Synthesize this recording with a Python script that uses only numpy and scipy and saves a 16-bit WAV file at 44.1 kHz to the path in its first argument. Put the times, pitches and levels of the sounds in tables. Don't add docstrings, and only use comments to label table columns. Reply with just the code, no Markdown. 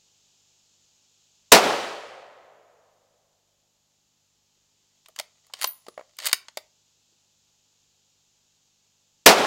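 import sys
import numpy as np
from scipy import signal
from scipy.fft import rfft, irfft, next_fast_len
from scipy.io import wavfile
from scipy.ndimage import uniform_filter1d

SR = 44100
rng = np.random.default_rng(int(sys.argv[2]) if len(sys.argv) > 2 else 0)


def int16_out(signal):
    q = np.round(np.clip(np.atleast_2d(signal).T, -1, 1) * 32767)
    wavfile.write(sys.argv[1], SR, q.astype(np.int16))


N = 417186
T = np.arange(N) / SR

# (frequency [Hz], relative level [dB])
TICK_SPECTRUM = [(4000, -31), (8000, -1.5), (10000, -2.5), (15500, -5)]
# (frequency [Hz], relative level [dB])
THUD_SPECTRUM = [(30, -36), (150, -31), (350, -8.5), (650, 6), (1100, -6), (2000, -7), (5000, -37)]
# (start [s], time of top speed [s], level then [dB])
BOLT_STROKES = [(5.536, 5.645, -39.5), (6.184, 6.266, -31)]


def amp(db):
    return 10 ** (np.asarray(db) / 20)


def unit(x):
    return x / np.sqrt(np.mean(x ** 2) + 1e-20)


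def unit_click(x):
    return x / np.sqrt(np.sum(x ** 2) / (SR * .003))


def along(points, hz):
    f, v = np.transpose(points)
    return np.interp(np.log(hz + 1), np.log(f + 1), v)


def add(track, s, x):
    part = track[max(round(s * SR), 0):][:len(x)]
    part += x[:len(part)]


def filtered(x, response):
    n = x.shape[-1]
    m = next_fast_len(n + 4096)
    return irfft(rfft(x, m) * response(np.fft.rfftfreq(m, 1 / SR)), m)[..., :n]


def noise(spectrum, size):
    return unit(filtered(rng.standard_normal(size), lambda hz: amp(along(spectrum, hz))))


def damped(x, t60s):
    hz, t, bands = signal.stft(x, SR, nperseg=512)
    decay = amp(-60 * t / np.maximum(along(t60s, hz), .01)[:, None])
    return signal.istft(bands * decay, SR, nperseg=512)[1][:len(x)]


def resonance(hz, centre, width):
    return 1j * hz * width / (centre ** 2 - hz ** 2 + 1j * hz * width)


def strike(t60, attack=0.00053):
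    t = np.arange(SR // 5) / SR
    return amp(-60 * t / t60) * (1 - np.exp(-t / attack))


def catches(rate):
    return unit((rng.random(N) < rate / SR) * rng.standard_normal(N))


def summer_air(start_db=-65, fade_db_per_s=0.43):
    # (frequency [Hz], relative level [dB])
    spectrum = [(100, -7.5), (600, -10), (1100, -13.5), (2000, -18), (2600, -5.5), (3200, -2.5), (5800, -2),
                (7000, 2.5), (7800, -6), (9000, -23), (13000, -28)]
    return amp(start_db - fade_db_per_s * T) * noise(spectrum, N)


def electronics(noise_db=-78):
    # (frequency [Hz], relative level [dB])
    floor = [(20, -7), (50, 1.5), (100, -3), (200, -6), (400, -5.5), (700, -8), (850, -4.5), (1100, -10),
             (2000, -12), (9000, -17), (15500, -19.5)]
    # (frequency [Hz], rms level [dB])
    partials = [(100.3, -86), (150.45, -86), (200.6, -90), (250.75, -93), (845, -95), (13378, -93)]
    buzz = sum(amp(db) * np.sqrt(2) * np.cos(2 * np.pi * hz * T) for hz, db in partials)
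    return amp(noise_db) * noise(floor, N) + buzz


def action(hz):
    # (frequency [Hz], bandwidth [Hz], level [dB])
    modes = [(1140, 320, -7), (1610, 380, -3.5), (2030, 360, -0.5), (3013, 360, 0.5), (3750, 470, -0.5),
             (4516, 580, 3), (5160, 1100, -2.5), (6747, 700, -3.5), (8600, 900, -10.5)]
    return sum((-1) ** k * amp(db) * resonance(hz, c, w) for k, (c, w, db) in enumerate(modes))


def handling(start=4.55, end=6.5, db=-73, rise_db=12, tick_rate=160, stock_db=-2):
    grip_db = np.interp(T, [start, BOLT_STROKES[0][0]], [db - rise_db, db])
    ticks = filtered(catches(tick_rate), lambda hz: action(hz) + amp(stock_db + along(THUD_SPECTRUM, hz)))
    return amp(grip_db) * (T > start) * (T < end) * unit(ticks)


def bolt_slide(catch_rate=1200, smooth=0.42, tick_db=-17, stock_db=-8, rise_db=22, stop_db_per_s=448):
    travel = np.zeros(N)
    for start, fastest, db in BOLT_STROKES:
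        swell_db = np.interp(T, [start, fastest], [-rise_db, 0])
        stop_db = stop_db_per_s * np.maximum(T - fastest, 0)
        travel += (T > start) * amp(db + swell_db - stop_db)
    friction = catches(catch_rate) + smooth * rng.standard_normal(N)
    rub = filtered(friction, lambda hz: action(hz) + amp(tick_db + along(TICK_SPECTRUM, hz))
                   + amp(stock_db + along(THUD_SPECTRUM, hz)))
    return travel * unit(rub)


def knock(hz, t60, thud_db):
    blow = strike(t60, attack=0.0013)
    tone = np.sin(2 * np.pi * hz * np.arange(len(blow)) / SR)
    thud = noise(THUD_SPECTRUM, len(blow))
    return unit_click(unit_click(tone * blow) + amp(thud_db) * unit_click(thud * blow))


def clack(ring_db, tick_db, knock_db):
    ring = unit_click(filtered(rng.standard_normal(SR // 5) * strike(t60=0.017), action))
    tick = unit_click(noise(TICK_SPECTRUM, SR // 5) * strike(t60=0.0099))
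    knock_hz = 1019 * np.exp(.14 * rng.standard_normal())
    body = knock(knock_hz, t60=.024, thud_db=-3)
    return amp(ring_db) * ring + amp(tick_db) * tick + amp(knock_db) * body


def case_ring(tumble_hz=33, tumble_depth=0.55, split_hz=11000):
    # (frequency [Hz], level [dB], decay time T60 [s])
    modes = [(9819, 0, .34), (12800, -24, .22), (14380, -12, .24), (14470, 0, .16)]
    # (time [s], level below split_hz [dB], level above [dB])
    blows = [(5.613, -31, -52), (5.634, -45, -37), (5.672, -46, -22), (5.884, -60, -72)]
    out = np.zeros(N)
    for hz, db, t60 in modes:
        energy = np.zeros(N)
        for s, low_db, high_db in blows:
            blow_db = low_db if hz < split_hz else high_db
            add(energy, s, amp(blow_db + db - 60 * T[:SR // 2] / t60) ** 2)
        facing = np.abs(np.cos(2 * np.pi * (tumble_hz * T + rng.random())))
        out += np.sqrt(energy) * facing ** tumble_depth * np.sin(2 * np.pi * hz * T)
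    return out


def case_bounces(start=5.977, db=-30.5, hop_s=.0167, loss_db=5):
    out = np.zeros(N)
    for k in range(3):
        bench = knock(hz=620, t60=0.015, thud_db=-3.5)
        metal = clack(ring_db=-21, tick_db=-40, knock_db=-12)
        add(out, start + k * hop_s, amp(db - k * loss_db) * (bench + metal))
    return out


def reload_impacts(rebound_s=.003, rebound_db=-11, chatter_s=.0085, scatter_db=1.5):
    # (time [s], ring [dB], tick [dB], knock [dB])
    contacts = [(5.059, -45.5, -60, -63), (5.0848, -54, -47, -51), (5.161, -39, -44, -56),
                (5.181, -50, -70, -46), (5.188, -26, -36, -43), (5.1971, -24, -29.5, -33.5),
                (5.467, -61, -56, -64), (5.536, -29, -42, -39), (5.6422, -17.5, -21, -21.5),
                (5.6712, -36.5, -47, -60), (5.8653, -48, -65, -46.5), (5.8836, -43.5, -49, -42),
                (6.168, -57.5, -53, -72), (6.187, -31, -37, -46), (6.2003, -34, -53.5, -48),
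                (6.244, -33, -52, -46), (6.2678, -22, -22, -37.5), (6.271, -24.5, -20, -42),
                (6.3134, -33, -53, -48), (6.3293, -10.5, -14, -25.5), (6.483, -38, -65, -46),
                (6.572, -27, -33, -39.5)]
    # (time [s], duration [s], ring [dB], tick [dB], knock [dB])
    rattles = [(5.613, .026, -27, -31.5, -43.5), (6.256, .014, -24.5, -23.5, -39),
               (6.285, .014, -30.5, -45, -43)]
    # (time [s], level [dB])
    handle_stops = [(5.2, -33), (6.572, -28.5)]
    # (time [s], level [dB], frequency [Hz], decay time T60 [s])
    bumps = [(4.57, -66, 450, .04), (5.089, -46, 584, 0.031), (5.498, -52, 900, .07),
             (5.866, -56, 330, 0.045), (5.883, -29, 420, 0.025), (6.331, -44, 90.2, 0.039),
             (6.62, -65, 56, 0.26), (7.12, -59.5, 380, 0.043)]
    out = np.zeros(N)
    for s, *levels in contacts:
        add(out, s, clack(*levels))
        add(out, s + rebound_s, amp(rebound_db) * clack(*levels))
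    for s, duration, *levels in rattles:
        for k in range(round(duration / chatter_s)):
            add(out, s + k * chatter_s, amp(scatter_db * rng.standard_normal()) * clack(*levels))
    for s, db in handle_stops:
        add(out, s, amp(db) * knock(hz=616, t60=0.032, thud_db=-7))
    for s, db, hz, t60 in bumps:
        band = unit(filtered(rng.standard_normal(SR // 5), lambda f: resonance(f, hz, hz / 2) ** 2))
        add(out, s, amp(db) * band * strike(t60))
    return out


def shelter(x, roof_db=-16, bench_db=-19, bench_delay=0.012, bench_t60=0.012, block=4096):
    # (frequency [Hz], decay time T60 [s])
    roof_t60 = [(200, 0.31), (1000, 0.35), (5000, 0.22), (14000, 0.15)]
    roof_spectrum = [(100, 0), (700, -3.5), (4500, 1.5), (9000, 0.5), (15000, 4.5)]
    out, t = x.copy(), np.arange(SR // 3) / SR
    for start in range(0, N, block):
        part = x[start:start + block]
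        if np.abs(part).max() < 1e-3:
            continue
        roof = damped(noise(roof_spectrum, len(t)), roof_t60) * (1 - np.exp(-t / 0.00115))
        bench = rng.standard_normal(len(t)) * amp(-60 * t / bench_t60)
        echo = amp(roof_db) * roof / np.linalg.norm(roof)
        add(echo, bench_delay, amp(bench_db) * bench / np.linalg.norm(bench))
        add(out, start / SR, signal.fftconvolve(part, echo))
    return out


def microphone_recovery(t, db=-45, t60=1.7):
    spectrum = [(12, 0), (30, -12), (60, -24), (200, -30.5), (600, -69.5)]
    return amp(db - 60 * t / t60) * noise(spectrum, len(t))


def blast_tail(t, blast_db=14, berm_db=-7, berm_delay=.078, berm_swell_s=.045,
               woods_db=-20, woods_rise_s=0.074):
    # (frequency [Hz], relative level [dB])
    blast_spectrum = [(30, -19), (70, -17.5), (130, -9.5), (300, -0.5), (520, -1), (850, 0), (1400, -6),
                      (2500, -7.5), (5000, -9), (8000, -16), (15000, -27)]
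    berm_spectrum = [(30, -20), (70, -40), (120, -13), (220, -10.5), (350, -6), (750, -5.5), (1100, -10),
                     (2000, -15), (4500, -20.5), (8000, -30.5), (15000, -43)]
    woods_spectrum = [(30, -22), (120, -13.5), (270, -17.5), (420, -7.5), (560, -1.5), (900, -5.5),
                      (2000, -8), (4500, -18), (9000, -35)]
    # (frequency [Hz], decay time T60 [s])
    blast_t60 = [(100, 0.13), (700, 0.23), (4000, 0.18), (14000, 0.16)]
    berm_t60 = [(100, 0.53), (600, 0.87), (3000, 1), (7000, 1), (14000, 0.72)]
    woods_t60 = [(150, 1.6), (600, 2.33), (1500, 1.85), (3500, 1.6), (9000, .9)]
    # (frequency [Hz], bandwidth [Hz], gain [dB])
    bay_modes = [(345, 13, 2.5), (450, 120, 3.5), (595, 26, 3), (672.6, 54, 2.5), (764, 26, 3),
                 (884, 12, 2), (1070, 13, 4), (1264, 20, 5), (1723, 20, 3), (3060, 25, 5.5)]
    roar = damped(noise(blast_spectrum, len(t)), blast_t60)
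    roll = damped(noise(woods_spectrum, len(t)), woods_t60) * (1 - np.exp(-t / woods_rise_s))
    out = amp(blast_db) * roar + amp(woods_db) * roll + microphone_recovery(t)
    echo = damped(noise(berm_spectrum, len(t)), berm_t60) * np.minimum(t / berm_swell_s, 1)
    add(out, berm_delay, amp(berm_db) * echo)
    return filtered(out, lambda hz: 1 + sum((amp(db) - 1) * resonance(hz, c, w) for c, w, db in bay_modes))


def shots(crack_db=16, crack_t60=0.044, pin_db=-20, pin_t60=0.028, pin_lead_s=0.0029):
    # (time [s], level [dB])
    firings = [(1.5198, 2), (9.2613, 3)]
    crack_spectrum = [(200, -9.5), (1500, -2.5), (6000, 1.0), (15000, -17.5)]
    out, t = np.zeros(N), np.arange(3 * SR) / SR
    tail = blast_tail(t)
    for s, db in firings:
        pin = unit(filtered(rng.standard_normal(len(t)), action)) * amp(pin_db - 60 * t / pin_t60)
        add(out, s - pin_lead_s, pin)
        crack = noise(crack_spectrum, len(t)) * amp(crack_db - 60 * t / crack_t60)
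        add(out, s, amp(db) * (crack + tail))
    return out


def scene():
    gunfire = shots()
    reloading = shelter(reload_impacts() + case_bounces() + bolt_slide() + handling())
    mid = gunfire + reloading + case_ring() + summer_air()
    return np.array([mid, mid])


def record(dry, overload_db=6, hardness=4, low_cut_hz=110, threshold_db=-7, attack_s=.009,
           release_db_per_s=3.0, ceiling=0.7, side_db=-22, top_hz=16000):
    x = dry.mean(axis=0)
    x = x / (1 + np.abs(x / amp(overload_db)) ** hardness) ** (1 / hardness)
    x = filtered(x, lambda hz: 1j * hz / (low_cut_hz + 1j * hz))
    power = np.abs(uniform_filter1d(x ** 2, size=128))
    excess_db = np.maximum(10 * np.log10(power + 1e-12) - threshold_db, 0)
    held_db = np.maximum.accumulate(excess_db + release_db_per_s * T) - release_db_per_s * T
    pole = np.exp(-1 / (attack_s * SR))
    duck_db = signal.lfilter([1 - pole], [1, -pole], held_db)
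    x = np.clip(x * amp(-duck_db), -ceiling, ceiling) + electronics()
    side = amp(side_db) * filtered(x, lambda hz: np.exp(-2j * np.pi * hz * 0.0032) / (1 + 1j * hz / 1500))
    return filtered(np.array([x + side, x - side]), lambda hz: 1 / (1 + (hz / top_hz) ** 160))


dry = scene()
out = record(dry)
int16_out(out)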